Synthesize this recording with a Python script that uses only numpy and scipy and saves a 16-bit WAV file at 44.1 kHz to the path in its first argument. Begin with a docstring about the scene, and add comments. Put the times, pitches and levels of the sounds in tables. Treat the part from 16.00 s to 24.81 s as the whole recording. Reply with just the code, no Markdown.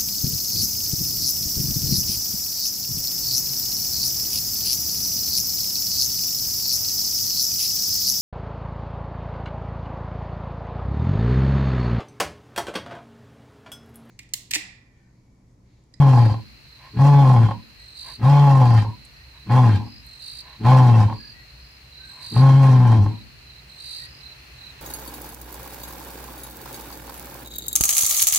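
"""Dusk on open ground: a low rumble, a thin wide hiss and a throbbing far cricket chorus, all shaped noise.
A lion close to the microphone is already in the first of six grunting roars: fold pulses ring throat and mouth.
Each roar is a deep, nearly pure arch of pitch that breaks into a rasp as it sinks, with loose slaps of the folds.
Crickets trill in the grass as gliding tones, the bush returns a short echo, and the lion draws air between roars.
Later come far slurred whistles, probably birds, and tiny dry ticks of filtered noise."""
import sys
import numpy as np
from scipy import signal
from scipy.fft import rfft, irfft, next_fast_len
from scipy.io import wavfile
from scipy.ndimage import uniform_filter1d

SR = 44100
rng = np.random.default_rng(int(sys.argv[2]) if len(sys.argv) > 2 else 0)


def dump_mix(stems):
    """Bounce the given channels to the path in sys.argv[1] as a 16-bit WAV at rate SR."""
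    frames = np.atleast_2d(stems).T  # one column per channel
    limited = np.clip(frames, -1, 1)  # hard clip at full scale
    pcm = np.round(limited * 32767).astype(np.int16)
    wavfile.write(sys.argv[1], SR, pcm)


N = 388521
TIME = np.arange(N) / SR

# The six roars, the first already under way. Each row: start in seconds, time held in seconds, top pitch in Hz,
# end pitch in Hz, then relative levels in dB: fundamental, growl, mouth ring, its fade over the roar,
# its drop as the jaw shuts, bite of the upper resonances, extra bite of the last push, closing ring.
ROAR_ROWS = [(-.2, 0.46, 143.4, 110.5, -8, -27.5, -24, 0, 4.5, -1.5, 3, -49),
             (.96, 0.48, 142.8, 110.9, -8.5, -26, -26.5, -2.5, 7, -2.5, 6.5, -43),
             (2.211, .578, 142, 109, -9, -29, -28, -8, 11.5, -1, 9, -39),
             (3.489, .241, 127.8, 104.4, -9.5, -25.5, -23.5, 3, 4, 0.5, 10, -48),
             (4.626, .388, 129.4, 107.9, -8.5, -25, -23, 3, 1.5, 0, 1.5, -38.5),
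             (6.342, .682, 134.7, 104.7, -8.5, -26, -26.5, 2.5, 6, 0.4, -6, -48)]


def amp(db):
    """Decibels to gain."""
    return 10 ** (np.asarray(db) / 20)


def evened(x):
    """Scales to rms 1."""
    return x / np.sqrt(np.mean(x ** 2) + 1e-20)


def steadied(x, size=2600):
    """Holds the slow level at rms 1 and keeps the fast flutter; size is in samples."""
    power = uniform_filter1d(uniform_filter1d(x ** 2, size), size)
    return x / np.sqrt(power + 1e-12)


def read(points, hz):
    """Reads a spectrum on a log-frequency axis."""
    f, value = np.transpose(points)
    return np.interp(np.log(hz + 1), np.log(f + 1), value)


def curves(rows):
    """Each column of a table of times as a curve over the whole scene."""
    s, *columns = np.transpose(rows)
    return [np.interp(TIME, s, c) for c in columns]


def add(mix, s, sound):
    """Mixes a sound in at time s."""
    part = mix[max(round(s * SR), 0):][:len(sound)]
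    part += sound[:len(part)]


def shaped(x, gain):
    """Filters by a gain that is a function of frequency."""
    size = next_fast_len(N + 4096)
    return irfft(rfft(x, size) * gain(np.fft.rfftfreq(size, 1 / SR)), size)[..., :N]


def wander(rate):
    """Smooth chance of rms 1, up to about rate changes a second."""
    return evened(shaped(rng.standard_normal(N), lambda hz: np.exp(-(hz / rate) ** 2)))


def resonate(x, modes, stretch):
    """Steep resonances whose frequencies all move with stretch."""
    turns, out = np.cumsum(stretch) / SR, np.zeros(N)
    for hz, width, db in modes:
        turn = np.exp(2j * np.pi * hz * turns)
        r = np.exp(-np.pi * width / SR)
        # shift the resonance to zero frequency, smooth there, and shift back
        lowered = x * turn.conj() + 1e-18
        ringing = signal.lfilter([(1 - r) ** 2], [1, -2 * r, r * r], lowered)
        out += amp(db) * (turn * ringing).real
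    return out


def air(rumble_db=-52.5, waver_db=1.5):
    """A low rumble, alike on both sides, under a thin wide hiss."""
    # Still air and far insects. Each row: frequency in Hz, relative density in dB per Hz.
    air_spectrum = [(25, -30), (60, 7.5), (90, -8), (130, 1), (175, -12), (330, -14.5), (450, -16),
                    (1400, -16.5), (1950, -12), (2250, -12.5), (2650, -9), (3200, -18.5), (5500, -22),
                    (8000, -30), (15500, -30.5)]
    # Level of the hiss. Each row: time in seconds, level in dB.
    hiss_level = [(0, -54.5), (7.5, -52), (8.8, -48.5)]
    # Left-right likeness of the air. Each row: frequency in Hz, likeness from 0 to 1.
    likeness = [(60, 1), (200, 0.92), (600, 0), (2000, 0), (5000, 0)]

    def same(f):
        """Share of the left noise that the right side has too."""
        return np.clip(read(likeness, f), 0, 1)

    left, other = rng.standard_normal((2, N))
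    right = shaped(left, same) + shaped(other, lambda f: np.sqrt(1 - same(f) ** 2))
    noise = shaped(np.array([left, right]), lambda f: amp(read(air_spectrum, f)))
    rumble = shaped(noise, lambda f: 1 / (1 + (f / 220) ** 4))
    hiss = amp(curves(hiss_level)[0]) * evened(noise - rumble)
    return amp(rumble_db + waver_db * wander(5.5)) * evened(rumble) + hiss


def chorus(centre_hz=4130, width_hz=230, db=-55):
    """The farthest crickets merge into one throbbing band, different on either side."""
    def hump(f):
        """A main band with a broader, weaker one above it."""
        return np.exp(-((f - centre_hz) / width_hz) ** 2) + 0.39 * np.exp(-((f - 4650) / 520) ** 2)

    band = shaped(rng.standard_normal((2, N)), hump)
    throb_db = np.array([1.4 * wander(37) + 1.0 * wander(3.5) for side in range(2)])
    return amp(db) * evened(band * amp(throb_db))


def current_roar():
    """At every moment: the time since the current roar began, and the other columns of its row."""
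    rows = np.array(ROAR_ROWS)
    # each row takes over 0.1 s ahead of its roar
    which = np.maximum(np.searchsorted(rows[:, 0] - .1, TIME) - 1, 0)
    start, *columns = rows[which].T
    return TIME - start, *columns


def tension(t, held, top_hz, end_hz):
    """Pitch and roughness: the folds tighten quickly, then slacken and rattle as the air runs out."""
    # pitch leaps up from the slack folds, holds for a share of the roar,
    # sinks until just after the push ends, then relaxes
    slack_hz, leap_s, crest_share, sink_power, run_on_s, relax_s = 111.8, .047, .404, 1.174, .045, .03
    rough_taut, rough_slack = 0.4, .88  # 0-1
    loose = np.exp(-(np.maximum(t, 0) / leap_s) ** 2)
    progress = np.minimum(t, held + run_on_s) / held
    sunk = np.maximum((progress - crest_share) / (1 - crest_share), 0) ** sink_power
    driven = np.exp(-np.maximum(t - held - run_on_s, 0) / relax_s)
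    hz = top_hz - (top_hz - slack_hz) * loose - (top_hz - end_hz) * sunk
    rough = np.clip(rough_taut + (rough_slack - rough_taut) * (loose + sunk), 0, 1)
    return slack_hz + driven * (hz - slack_hz), rough


def efforts(t, held, chest_db, growl_db, mouth_db, fade_db, shut_db,
            growl_onset_db=6, unsteady_db=2.48, stutter_db=3):
    """Gains of fundamental, growl and mouth; each roar swells, holds and dies away."""
    # the fundamental sags and the growl grows as the air runs out
    onset_db, attack_s, sag_db, growl_growth_db = 25.5, 0.018, 3, 0.8
    chest_db_per_s, growl_db_per_s, mouth_db_per_s = 161, 136, 149  # release
    stop_s, stop_fade_s = 0.14, 0.029  # the folds come to rest stop_s after the push ends
    jaw_lead_s, jaw_s = 0.061, 0.042  # the jaw shuts shortly before the push ends
    mutter_s, mutter_rise_s = 0.015, 0.007  # the slack folds mutter softly before each push

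    onset = np.exp(-np.maximum(t, 0) / attack_s)
    spent = np.clip(t / held, 0, 1)
    after = np.maximum(t - held, 0)
    jaw = (1 + np.tanh((t - held + jaw_lead_s) / jaw_s)) / 2
    chest = chest_db - onset_db * onset - sag_db * spent - chest_db_per_s * after
    chest += stutter_db * np.minimum(after / stop_s * 2, 1) * wander(38)  # the dying swing stutters
    growl = growl_db - growl_onset_db * onset + growl_growth_db * (spent - .5) - growl_db_per_s * after
    mouth = mouth_db - onset_db * onset - fade_db * spent - shut_db * jaw - mouth_db_per_s * after
    mouth += unsteady_db * wander(10)
    mutter = np.minimum(t + mutter_s, 0) / mutter_rise_s
    rest = np.maximum(after - stop_s, 0) / stop_fade_s
    return amp([chest, growl, mouth]) * np.exp(mutter - rest)


def folds(hz, rough, puff=0.85, gust_db=3):
    """The heavy folds swing almost as a sine; each closure gives an uneven pulse and a puff of air."""
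    jitter, shimmer_db, scatter_s = .028, 6.5, .0004
    turns = np.cumsum(hz * (1 + jitter * rough * wander(70))) / SR
    closures = np.flatnonzero(np.diff(np.floor(turns)))
    late, strong = rng.standard_normal((len(closures), 2)).T
    scatter = late * scatter_s * rough[closures] ** 2 * SR
    at = np.clip(closures + scatter, 0, N - 1).astype(int)
    pulses = np.zeros(N)
    pulses[at] = amp(shimmer_db * rough[at] * np.clip(strong, -2, 1.4))
    opening = .2 + np.exp(-(turns % 1) / .3)
    puffs = evened(opening * rng.standard_normal(N) * amp(gust_db * wander(70)))
    drive = (1 - .4 * rough) * evened(pulses)
    drive += min(puff, 1) * (.1 + .9 * rough ** 1.5) * puffs
    return np.sin(2 * np.pi * turns), drive, puffs


def fold_slaps():
    """Clicks of the slack folds striking together, and how far the folds stick shut just before."""
    # Single hard slaps. Each row: time in seconds, relative peak in dB.
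    slap_rows = [(0.34, -22.5), (0.99, -23.5), (1.485, -19), (1.509, -15), (2.845, -25.5), (3.796, -45),
                 (4.646, -32), (5.097, -20.5), (5.124, -22.5), (6.362, -17), (7.06, -20)]
    slaps, stuck = np.zeros((2, N))
    for s, db in slap_rows:
        add(slaps, s, amp([db]))
        add(stuck, s - .016, .65 * np.hanning(round(.022 * SR)))
    return slaps, stuck


def lion(throat_db=-2, octave_db=-11, overtone_db=-22, rasp_db=-31, slap_db=-1,
         breathy=0.62, flutter_db=2.0, rasp_follows=0.29):
    """Fold pulses ring the throat and the mouth; rushing air rasps above them."""
    # Resonances of throat, mouth and the range above. Each row: centre in Hz, width in Hz, relative level in dB.
    throat_modes = [(194.7, 70.4, 2.5), (239.5, 73, -7), (311.4, 29, -4.5), (427.7, 17, -4.5)]
    mouth_modes = [(542.8, 69, -6), (765, 61, -3.5), (835.4, 107, 1.5), (1045, 75, 1.5)]
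    upper_modes = [(1252, 150, 2), (1448, 74, 3.5), (1651, 73, 4), (1892, 130, 1.5), (2172, 190, -2.5),
                   (2447, 230, -4), (2673, 350, -6.5), (3150, 430, -8), (4010, 790, -13.5),
                   (4680, 1150, -26.5)]
    # Turbulent air over tongue and teeth. Each row: frequency in Hz, relative density in dB per Hz.
    rasp_spectrum = [(300, 5.5), (700, -4), (1300, -13), (2000, -10.5), (3500, -21), (5000, -2), (7000, -8),
                     (10000, -14), (15500, -24.5)]
    # the first and the last push of air sharpen the voice
    first_bite_db, first_push_s, last_push_s = 10.5, 0.037, 0.045

    t, held, top_hz, end_hz, *levels, bite_db, last_bite_db, _ = current_roar()
    hz, rough = tension(t, held, top_hz, end_hz)
    chest, growl, mouth = efforts(t, held, *levels)
    bite_db = bite_db + first_bite_db * np.exp(-(t / first_push_s) ** 2)
    bite_db += last_bite_db * np.exp(-((t - held) / last_push_s) ** 2)
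    stretch = (hz / 125) ** 0.092  # the resonances sink a little with the pitch
    swing, drive, puffs = folds(hz, rough)
    slaps, stuck = fold_slaps()
    mouth = mouth * (1 - stuck)
    # the rasp needs both strong flow and an open mouth
    flow = np.sqrt(mouth * chest)

    voice = chest * (1 - stuck) * evened(swing) * (1 + 0.15 * rough * wander(38))
    octave = evened(1 - 2 * swing ** 2)  # the swing is lopsided, which gives a clean second harmonic
    throat = steadied(resonate(drive, throat_modes, stretch))
    voice += growl * (amp(throat_db) * throat + amp(octave_db) * octave)
    voice += mouth * steadied(resonate(drive, mouth_modes, stretch))

    # soft walls quiver, so the upper resonances drift together and flare in three unrelated groups
    quiver = stretch * (1 + 0.017 * wander(7.5))
    upper = np.zeros(N)
    for k in range(3):
        group = resonate(drive + breathy * puffs, upper_modes[k::3], quiver)
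        upper += group * amp(flutter_db * wander(23))
    voice += amp(overtone_db + bite_db) * flow * steadied(upper)

    rasp = evened(shaped(puffs + .5 * drive, lambda f: amp(read(rasp_spectrum, f))))
    voice += amp(rasp_db + rasp_follows * bite_db) * flow * rasp

    ring = resonate(slaps, mouth_modes, stretch * 1.04)
    ring += amp(-21.5) * resonate(slaps, upper_modes, stretch)
    return voice + amp(slap_db) * ring * slaps.max() / abs(ring).max()


def bush(x):
    """Scattered echoes from ground and shrubs, unlike on each side; the treble dies first."""
    # Echo from the bush. Each row: frequency in Hz, time to fall by 60 dB in seconds.
    decay_times = [(100, 0.86), (250, 0.36), (900, 0.12), (3000, 0.17), (10000, 0.056)]
    taps = rng.standard_normal((2, SR)) * (rng.random((2, SR)) < 2000 / SR)  # about 2000 echoes a second
    hz, t, z = signal.stft(taps, SR, nperseg=256)
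    fading = z * amp(-60 * t / read(decay_times, hz)[:, None])
    tail = signal.istft(fading, SR, nperseg=256)[1]
    return signal.fftconvolve(x[None], tail / np.linalg.norm(tail[0]), axes=1)[:, :N]


def trill(db, length, top_hz, fall_hz, rate, bright_db,
          second_db=-12, third_db=-22, scrape_db=-17, duty=0.96):
    """Each wing stroke is a short whistle that holds its pitch, then falls and dulls as the scraper slows."""
    t = np.arange(round(length * SR)) / SR
    stroke = np.minimum((t * rate % 1) / duty, 1)
    slowing = np.sin(np.pi / 2 * np.clip((stroke - .33) / 0.48, 0, 1)) ** 2
    # every stroke differs a little in pitch and force
    detune, force = rng.standard_normal((64, 2))[(t * rate).astype(int)].T
    hz = (top_hz - fall_hz * slowing) * (1 + 0.00571 * detune)
    phase = 2 * np.pi * np.cumsum(hz) / SR
    overtones = amp(second_db) * (1 - slowing / 2) * np.sin(2 * phase)
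    overtones += amp(third_db) * (1 - slowing) ** 8 * np.sin(3 * phase)
    band = signal.butter(1, [3500, 7000], "band", fs=SR, output="sos")
    scrape = evened(signal.sosfilt(band, rng.standard_normal(SR))[:len(t)])
    tone = np.sin(phase) + amp(bright_db) * (overtones + amp(scrape_db) * scrape)
    swell = np.minimum(.5 + t / .12, 1) * signal.windows.tukey(len(t), .15) * amp(1.1 * force)
    return amp(db) * evened(tone * np.sin(np.pi * stroke) * swell)


def far_crickets(count=40, db=-58):
    """Faint trills at random times, pitches and directions."""
    out = np.zeros((2, N))
    for k, (when, pitch, pace, loud, side) in enumerate(rng.random((count, 5))):
        level_db = db + 5 * (loud - .5)
        call = trill(level_db, 0.35, 4100 + 350 * pitch, 250, 33 + 16 * pace, bright_db=-20.5)
        start_s = (k + when) / count * N / SR
        for ear, share in zip(out, (side, 1 - side)):
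            add(ear, start_s, np.sqrt(share) * call)
    return out


def crickets(lead_s=0.18, leader_db=-9):
    """The nearer crickets trill singly or answer one another."""
    # The nearer crickets, each with its own song. Each entry: name, then trill length in seconds,
    # top pitch in Hz, fall within a stroke in Hz, strokes per second, relative overtones in dB.
    songs = {"low": (.15, 4110, 230.5, 35, -18), "middle": (.21, 4819, 560, 43.5, -12),
             "high": (.19, 5080.5, 420, 50, -18), "leader": (.28, 4215, 299.5, 47, -0.5),
             "nearest": (.22, 4660, 830, 55, 1.5)}
    # Single trills. Each row: start in seconds, relative level in dB, name of the cricket.
    single_trills = [(.136, -49, "middle"), (0.659, -58, "low"), (2.621, -50, "middle"),
                     (2.917, -60, "low"), (3.302, -56, "low"), (3.833, -54, "high"), (4.431, -53.5, "low"),
                     (5.13, -47.5, "middle"), (5.6, -60, "high"), (5.91, -50, "low"), (7.081, -53.5, "low"),
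                     (7.46, -53, "low"), (7.78, -43, "nearest"), (8.04, -55, "high"), (8.194, -48.5, "low"),
                     (8.572, -48, "low")]
    # About every two seconds the leader starts and the nearest cricket answers.
    # Each row: start of the answer in seconds, its relative level in dB.
    answers = [(1.949, -43), (4.2, -41.5), (6.204, -40), (7.848, -41.5)]
    out = np.zeros(N)
    for s, db, name in single_trills:
        add(out, s, trill(db, *songs[name]))
    for s, db in answers:
        add(out, s - lead_s, trill(db + leader_db, *songs["leader"]))
        add(out, s, trill(db, *songs["nearest"]))
    return out


def closings(rise=0.1, delay_s=0.059, length_s=0.12):
    """The last air of a roar sounds two narrow resonances that glide up as the larynx slides back."""
    # the hollow ring follows each push as the mouth narrows
    level, stretch = np.zeros(N), np.ones(N)
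    for start, held, *_, db in ROAR_ROWS:
        s = start + held + delay_s
        u = np.linspace(0, 1, round(length_s * SR))
        fading = signal.windows.tukey(len(u), .3) * np.exp(-2.6 * u)
        add(level, s, amp(db) * evened(fading))
        add(stretch, s, rise * u)
    hollow = [(909, 28, 0.5), (1029, 18, -10.0)]  # Each row: centre in Hz, width in Hz, relative dB.
    return level * steadied(resonate(rng.standard_normal(N), hollow, stretch))


def draws():
    """Air drawn in through the lion's slack, shorter throat."""
    # The lion draws air. Each row: start in seconds, length in seconds, relative level in dB.
    breaths = [(0.756, 0.19, -50), (2.013, 0.15, -45.5), (3.31, 0.1, -56.5), (4.389, 0.23, -50.5),
               (6.04, 0.34, -51)]
    level = np.zeros(N)
    for s, length, db in breaths:
        add(level, s, amp(db) * np.hanning(round(length * SR)))
    # Each row: centre in Hz, width in Hz, relative level in dB.
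    slack = [(680, 100, 5), (1035, 210, 13.5), (1770, 1300, 3.0)]
    return level * evened(resonate(rng.standard_normal(N), slack, np.ones(N)))


def whistles(length_s=.2, rise_hz=148):
    """Soft notes from far off: sines slurred upward, with a wavering pitch."""
    # Far whistles, probably birds. Each row: start in seconds, relative level in dB, start pitch in Hz.
    notes = [(1.72, -64, 1870), (3.081, -61, 1775), (5.13, -59, 1600), (5.28, -58, 1856), (5.95, -54, 1490),
             (7.918, -54, 1790)]
    out = np.zeros(N)
    for s, db, start_hz in notes:
        hz = start_hz + np.linspace(0, rise_hz, round(length_s * SR))
        hz = hz + 35 * evened(uniform_filter1d(rng.standard_normal(len(hz)), size=300))  # the notes waver
        note = np.hanning(len(hz)) * np.sin(2 * np.pi * np.cumsum(hz) / SR)
        add(out, s, amp(db) * evened(note))
    return out


def ticks(db=-5, decay_s=0.0051):
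    """Short bright snaps: decaying noise through a band-pass."""
    # Tiny dry ticks in the grass. Each row: time in seconds, relative peak in dB, centre in Hz.
    snaps = [(3.0495, -38, 8750), (4.063, -40, 11500), (7.1908, -49, 12400)]
    out, t = np.zeros(N), np.arange(800) / SR
    for s, peak_db, hz in snaps:
        edges = [0.84 * hz, min(1.15 * hz, .48 * SR)]
        band = signal.butter(2, edges, "band", fs=SR, output="sos")
        snap = signal.sosfilt(band, rng.standard_normal(len(t)) * np.exp(-t / decay_s))
        add(out, s, amp(peak_db + db) * snap / abs(snap).max())
    return out


def scene(trill_echo_db=-3, whistle_db=-3):
    """The lion near the middle, the crickets to the right, the night all round."""
    voice, trills = lion() + closings() + draws(), crickets()
    # Each row: frequency in Hz, left minus right in dB.
    lean = [(100, 1.7), (700, 1.0), (1100, -0.5), (4000, -2.7)]
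    # Each row: frequency in Hz, echo level in dB.
    wet = [(120, -33.5), (280, -7.5), (900, -11.5), (1800, -7.5), (4000, 5.5)]
    direct = np.array([shaped(voice, lambda f: amp(side * read(lean, f) / 2)) for side in (1, -1)])
    echo = bush(shaped(voice, lambda f: amp(read(wet, f))))
    lag = 3  # samples by which the trills reach the left side later
    grass = np.array([amp(-6) * np.roll(trills, lag), amp(1.5) * trills])
    grass = grass + amp(trill_echo_db) * bush(trills)
    far = amp(whistle_db) * bush(whistles()) + far_crickets() + chorus()
    return direct + echo + grass + far + air() + ticks()


def record(dry):
    """The recorder's band limit, a steep low-pass."""
    edge_hz = 15750
    lowpass = signal.firwin(511, edge_hz, window=("kaiser", 9), fs=SR)
    return signal.oaconvolve(dry, lowpass[None], "same")


dry = scene()
out = record(dry)
dump_mix(out)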